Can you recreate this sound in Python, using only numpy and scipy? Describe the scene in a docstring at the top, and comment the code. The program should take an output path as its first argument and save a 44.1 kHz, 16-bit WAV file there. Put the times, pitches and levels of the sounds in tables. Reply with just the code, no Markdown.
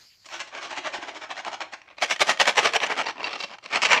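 """A faint hiss in a quiet room fades as a cardboard box of small hard candies starts to rattle.
Each stroke lands the candies on a wall in a swarm of tiny impacts; strays tick between strokes,
single candies knock hard, and now and then a panel rings hollow. The box starts across the room,
comes close to the microphone, is tipped so that the candies tumble and clink, and is shaken again."""
import sys
import numpy as np
from scipy import signal
from scipy.fft import rfft, irfft, next_fast_len
from scipy.io import wavfile
from scipy.ndimage import uniform_filter1d, map_coordinates

SR = 44100
rng = np.random.default_rng(int(sys.argv[2]) if len(sys.argv) > 2 else 0)


def to_wav(s):
    """Save 16-bit WAV."""
    ch = np.atleast_2d(s).T  # columns
    pcm = np.round(np.clip(ch, -1, 1) * 32767)  # PCM
    wavfile.write(sys.argv[1], SR, pcm.astype(np.int16))


N = 176400
SIZE, LEAD = 16384, 5292  # samples in one event, and before its centre
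HZ = np.fft.rfftfreq(SIZE, 1 / SR)


def amp(db):
    """Decibels to gain."""
    return 10 ** (np.asarray(db) / 20)


def unit(x):
    """Scale to rms 1."""
    return x / np.sqrt(np.mean(np.abs(x) ** 2) + 1e-20)


def along(points, hz):
    """Read (Hz, value) points on a log frequency axis."""
    freqs, values = np.transpose(points)
    return np.interp(np.log(hz + 1), np.log(freqs + 1), values)


def filtered(x, response):
    """Filter x by a gain that depends on frequency."""
    size = next_fast_len(N + SR // 2)
    return irfft(rfft(x, size) * response(np.fft.rfftfreq(size, 1 / SR)), size)[:N]


def noise(spectrum):
    """Coloured noise of rms 1."""
    return unit(filtered(rng.standard_normal(N), lambda hz: amp(along(spectrum, hz))))


def causal(gain):
    """The minimum-phase response with this gain."""
    cepstrum = irfft(np.log(np.maximum(gain, 1e-6)))
    cepstrum[1:SIZE // 2] *= 2
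    cepstrum[SIZE // 2 + 1:] = 0
    return np.exp(rfft(cepstrum))


def tails(t60s, count, window):
    """Noise tails of energy 1 in which each frequency dies at its own speed."""
    hz, t, bands = signal.stft(rng.standard_normal((count, SIZE)), SR, nperseg=window)
    decay = amp(-60 * t / along(t60s, hz)[:, None])
    x = signal.istft(bands * decay, SR, nperseg=window)[1][:, :SIZE]
    return x / np.linalg.norm(x, axis=1, keepdims=True)


def add(track, sound, s):
    """Mix in a sound whose centre, LEAD samples in, falls at time s."""
    start = round(s * SR) - LEAD
    part = sound[max(-start, 0):N - start]
    track[max(start, 0):][:len(part)] += part


def flicker(x, depth_db=3.5, per_s=22):
    """Each band of x wavers in level on its own."""
    bands = signal.stft(x, nperseg=256)[2]
    band, frame = np.indices(bands.shape)
    waver = map_coordinates(rng.standard_normal(bands.shape), [band / 6, frame * 128 / SR * per_s])
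    return unit(signal.istft(bands * amp(depth_db * waver), nperseg=256)[1][:N])


# Room tone and hiss at the microphone. Each row: frequency in Hz, relative level in dB.
ROOM_TONE = [(25,-7),(100,11.5),(200,-1),(500,-24),(5000,-8),(8000,-17),(15000,-27)]
HISS = [(240,-23.5),(2200,-16.5),(3740,-14.5),(4800,-2.5),(5700,-14),(6700,-12.5),(8700,-30),(13700,-19.5),(15500,-44)]
# The fade of the hiss. Each row: time in seconds, level in dB.
HISS_FADE = [(0,-50.5),(0.141,-55.5),(.18,-59),(.37,-55),(.55,-94)]


def background():
    """The quiet room's low rumble, and a faint flickering hiss that fades as the shaking starts."""
    hiss_db = np.interp(np.arange(N) / SR, *np.transpose(HISS_FADE))
    return amp(-72) * noise(ROOM_TONE) + amp(hiss_db) * flicker(noise(HISS))


# The ring of the cardboard. Each row: frequency in Hz, seconds to fall 60 dB.
WALL_RING = [(200, 0.059), (800, 0.017), (2500, 0.022), (7000, 0.018)]
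SPOTS = 8  # spots of wall shared by one swarm, or by all the knocks


def wall_spots(count=40, snap_energy=0.18, colour_db=3.5):
    """Spectra of spots on the cardboard: a snap and a short ring, each with its own peaks and dips."""
    ring = tails(WALL_RING, count, window=64)
    ring[:, 0] += np.sqrt(snap_energy)
    pitch_axis = 9 * np.log2(1 + HZ / 1200)
    ripples = rng.standard_normal((count, 42))
    ripples -= uniform_filter1d(ripples, size=5)  # no broad tilt
    colours = [causal(amp(colour_db * map_coordinates(row, [pitch_axis]))) for row in ripples]
    return np.array([unit(spot) for spot in rfft(ring) * colours])


# The box across the room, near the microphone, tipped, and close up.
# Each row: frequency in Hz, relative level in dB.
FAR = [(35, -53), (60, -28.5), (187, -23), (343, -7), (453, -12), (613, -0.5), (1670, -2), (2410, -2),
       (4850, -13.5), (6560, -15), (15500, -61.5)]
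NEAR = [(30, -47.5), (156, -23), (277, -14.5), (400, -9), (600, -1), (1080, -4), (1550, -4.5), (2300, -1.5),
        (4090, -12.5), (6540, -18.5), (8280, -27.5), (11000, -35), (15500, -54)]
TIPPED = [(40,-44),(240,-14.5),(620,-4),(1200,-2.5),(1550,-7),(2300,-2.5),(3400,-10.5),(4500,-11.5),(5400,-15),(7200,-25),(9000,-37.5),(15500,-57)]
CLOSE = [(30, -41.5), (350, -15.5), (639, -6), (1140, -2), (1590, -6), (2180, 0.5), (2760, 0), (3070, -7),
         (5890, -14), (7080, -17.5), (9190, -30.5), (15500, -52)]
# Where and how the box is held; tipped, the candies land more sparsely. Each row: one of the
# colours above, room level in dB, impacts per second, box resonance in Hz, its lift in dB.
HOLDS = [ (FAR, -8, 1500, 890, 3.6), (FAR, -9.5, 1500, 772, 8.3), (TIPPED, -10.5, 400, 2500, 13.6),
         (NEAR, -17, 1700, 1220, 3.7), (TIPPED, -17, 470, 2730, 7.2), (CLOSE, -17, 1500, 1300, 1.1)]
# Each entry: start of a hold in seconds.
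HOLD_STARTS = [0, 1.28, 1.8, 2.0, 3.05, 3.7]


def hold(s):
    """How the box is held at time s."""
    return HOLDS[np.searchsorted(HOLD_STARTS, s) - 1]


# The room's reverberation. Each row: frequency in Hz, seconds to fall 60 dB.
ROOM_DECAY = [(150, 0.6), (1000, 0.32), (4000, 0.32), (12000, 0.2)]


def in_room(direct, s):
    """The room answers 5 ms after the direct sound, more strongly when the box is far away."""
    room_db = hold(s)[1]
    response = amp(room_db) * np.pad(tails(ROOM_DECAY, count=1, window=256)[0], (SR // 200, 0))
    response[0] = 1
    return signal.fftconvolve(direct, response)


def box_sound(blows, s, treble_db, bass_db, treble_hz=4000, bass_hz=600, width_hz=90):
    """A spectrum of blows sounds through the box into the room; the grip moves the resonance."""
    colour, _, _, box_hz, lift_db = hold(s)
    resonance = lift_db / (1 + (2 * (HZ - box_hz) / width_hz) ** 2)
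    treble = treble_db * HZ ** 2 / (HZ ** 2 + treble_hz ** 2)
    bass = bass_db * bass_hz ** 2 / (HZ ** 2 + bass_hz ** 2)
    box = causal(amp(along(colour, HZ) + resonance + treble + bass))
    return in_room(irfft(unit(blows * box)), s)


# Hard knocks, loudest close to the microphone. Each row: start in seconds, relative level in dB.
KNOCKS = [(0.247,-35),(.288,-24.5),(0.55,-18),(.861,-25),(1.311,-23),(1.449,-15),(1.606,-13),(1.817,-27),(2.022,-2.5),(2.111,-1.5),(2.162,-12.5),(2.196,-10),(2.374,-15.5),(2.399,2),(2.456,-6),(2.577,-10),(2.736,-5),(2.764,-4),(2.803,-10),(2.832,-16),(2.977,-10.5),(3.585,-24.5),(3.66,-16.5),(3.728,-16.5),(3.758,-3),(3.819,-4),(3.851,1),(3.920,2),(3.931,4.5),(3.977,-6.5)]


def knocks(spots, gain_db=7):
    """One candy strikes one spot of the wall."""
    out = np.zeros(N)
    delay = np.exp(-2j * np.pi * HZ * LEAD / SR)
    for s, db in KNOCKS:
        blow = spots[rng.integers(SPOTS)] * delay
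        add(out, amp(db + gain_db) * box_sound(blow, s, treble_db=-3.5, bass_db=-18.5), s)
    return out


def swarm(rise_ms, fall_ms, per_s, spots, count=400, stray_share=0.25, stray_db=-7.5, spread_db=5.5):
    """Candies land at random moments on a few spots, hardest in the thick of the swarm; some straggle."""
    slot = np.arange(count) - count // 2
    t = (slot + rng.uniform(-1, 1, count)) / per_s
    offset = 1000 * t / np.where(t < 0, rise_ms, fall_ms)
    stray_offset = offset / np.where(t < 0, 2.24, 1.95)  # strays spread about twice as wide
    strays = (rng.random(count) < stray_share) * amp(stray_db) * np.exp(-stray_offset ** 2 / 2)
    force = np.exp(-offset ** 2 / 2) + strays
    force *= amp(spread_db * np.minimum(rng.standard_normal(count), 1.5))
    force *= rng.choice([-1, 1], count)
    at = np.round(t * SR).astype(int) + LEAD
    blows = np.zeros((SPOTS, SIZE))
    np.add.at(blows, (rng.integers(SPOTS, size=count), np.clip(at, 0, SIZE - 1)), force * (at > 0))
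    struck = spots[rng.permutation(len(spots))[:SPOTS]]
    return np.sum(rfft(blows) * struck, axis=0)


# Strokes, across the room at first and near the microphone from 2 s. Each row: thick of the swarm
# in seconds, relative level in dB, rise in ms, fall in ms, treble shelf in dB.
STROKES = [(.264,-42,6.9,2.4,19),(.339,-34,18,23,7.5),(0.407,-29,7.1,7,11),(.477,-44,4.6,10.5,10),
           (.545,-37,10.7,5.7,-7),(0.579,-34,20,9.5,-1),(0.644,-34,22,18.6,5),(.720,-32,14.5,12.5,1.5),(.784,-28.5,14.6,6,0),(.868,-26,12.4,9.4,-3),
           (.942,-29.5,11,18.7,3),(1.031,-33.5,11.5,9.2,-3),(1.09,-34,17.7,12,-3),(1.169,-36.5,18.5,9.1,1),(1.229,-34.5,10.7,15.7,-1.5),
           (1.314,-30,9.9,7.8,-1),(1.383,-32.5,14.5,17,2),(1.473,-29,11,11.6,-2.5),(1.538,-32,14,10.4,1.5),(1.618,-28,7,7.5,-3.5),(1.737,-33,9.2,7.3,1.5),
           (1.906,-49,29,20,-10.5),(1.985,-36.5,4.3,4.2,1),
           (2.030,-19.5,7.3,13,6),(2.117,-21,12,12,11.5),(2.216,-13,7,8.1,12),(2.298,-17,16.4,15.7,7.5),(2.407,-13.5,5.6,13,7.5),(2.483,-15.5,10.8,14.8,5),
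           (2.586,-13.5,10.7,11,2),(2.658,-16.5,16,14.8,2.5),(2.761,-18,14,6.4,4),(2.833,-20,11,10.6,-4),(2.870,-27.5,8.4,2.5,5.5),(2.919,-22.5,17.6,10,-6.5),(3.003,-21.5,18.7,10.6,-4),
           (3.086,-27,26,18,-1),(3.205,-33.5,26,10.4,-15.5),(3.246,-31,17,25,-1),(3.274,-28.5,5.3,6.9,-9),(3.336,-31,33,19.5,0.5),(3.411,-32.5,13,32,12.5),(3.439,-30,2.2,6.8,4),
           (3.513,-39,14,19,-2),(3.545,-40.5,5.9,8.1,-2),(3.659,-41.5,21,15,4.5),
           (3.758,-20.5,21,17.3,-8.5),(3.830,-17.5,5.4,8.3,4),(3.857,-17.5,7.2,9.3,0),(3.927,-15,21,21,-8),(3.977,-21,13,7.9,-20)]


def shakes(spots):
    """Every stroke throws the candies against a wall; a longer swarm carries more energy."""
    out = np.zeros(N)
    for s, db, rise_ms, fall_ms, treble_db in STROKES:
        length = (rise_ms + fall_ms) * SR / 1000
        blows = swarm(rise_ms, fall_ms, per_s=hold(s)[2], spots=spots)
        add(out, amp(db) * np.sqrt(length) * box_sound(blows, s, treble_db, bass_db=-0.5), s)
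    return out


# Panel notes, straight to the microphone. Each row: start in seconds, pitch in Hz, level in dB.
PANEL_RINGS = [(0.986,344,-31.5),(1.466,736,-22.5),(1.529,740,-26.5),(2.026,660,-16),(2.583,580,-24),(2.757,774,-13)]


def panels(t60_s=0.039, attack_s=0.00057):
    """A struck panel of the box gives a short hollow note; the grip decides its pitch."""
    out, t = np.zeros(N), np.arange(SIZE) / SR
    for s, hz, db in PANEL_RINGS:
        envelope = amp(db - 60 * t / t60_s) * (1 - np.exp(-t / attack_s))
        add(out, np.pad(envelope * np.sin(2 * np.pi * hz * t), (LEAD, 0)), s)
    return out


# The modes of a clink. Each row: frequency in Hz, relative level in dB.
CLINK_MODES = [(2730,0),(3950,-5.5),(4600,-5.5)]
# Clinks in the tipped box, mostly near the microphone. Each row: start in seconds, level in dB.
CLINKS = [(1.981,-43),(3.065,-22),(3.242,-19),(3.270,-23.5),(3.333,-30),(3.405,-23.5),(3.436,-27)]


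def clinks(t60_s=0.042, attack_s=0.0006, detune=0.008, spread_db=2):
    """A tumbling candy lands with a small bright ring, a little different each time."""
    out, t = np.zeros(N), np.arange(SIZE) / SR
    hz, mode_db = np.transpose(CLINK_MODES)[:, :, None]
    for s, db in CLINKS:
        pitch_draw, level_draw = rng.standard_normal((2, len(hz), 1))
        tuned_hz = hz * (1 + detune * pitch_draw)
        modes = amp(mode_db + spread_db * level_draw) * np.sin(2 * np.pi * tuned_hz * t)
        envelope = amp(db - 60 * t / t60_s) * (1 - np.exp(-(t / attack_s) ** 2))
        add(out, in_room(np.pad(envelope * modes.sum(axis=0), (LEAD, 0)), s), s)
    return out


def scene():
    """The rattling box in the room, in mono."""
    spots = wall_spots()
    return (shakes(spots) + knocks(spots) + clinks() + panels() + background())[None]


# The microphone's response. Each row: frequency in Hz, gain in dB.
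MIC = [(7400,-0.5),(8700,-5)]
TOP_HZ = 15700


def record(dry):
    """The microphone's treble drops in a step near 8 kHz and ends at its band limit."""
    return filtered(dry[0], lambda hz: amp(along(MIC, hz)) * (hz < TOP_HZ))[None]


dry = scene()
out = record(dry)
to_wav(out)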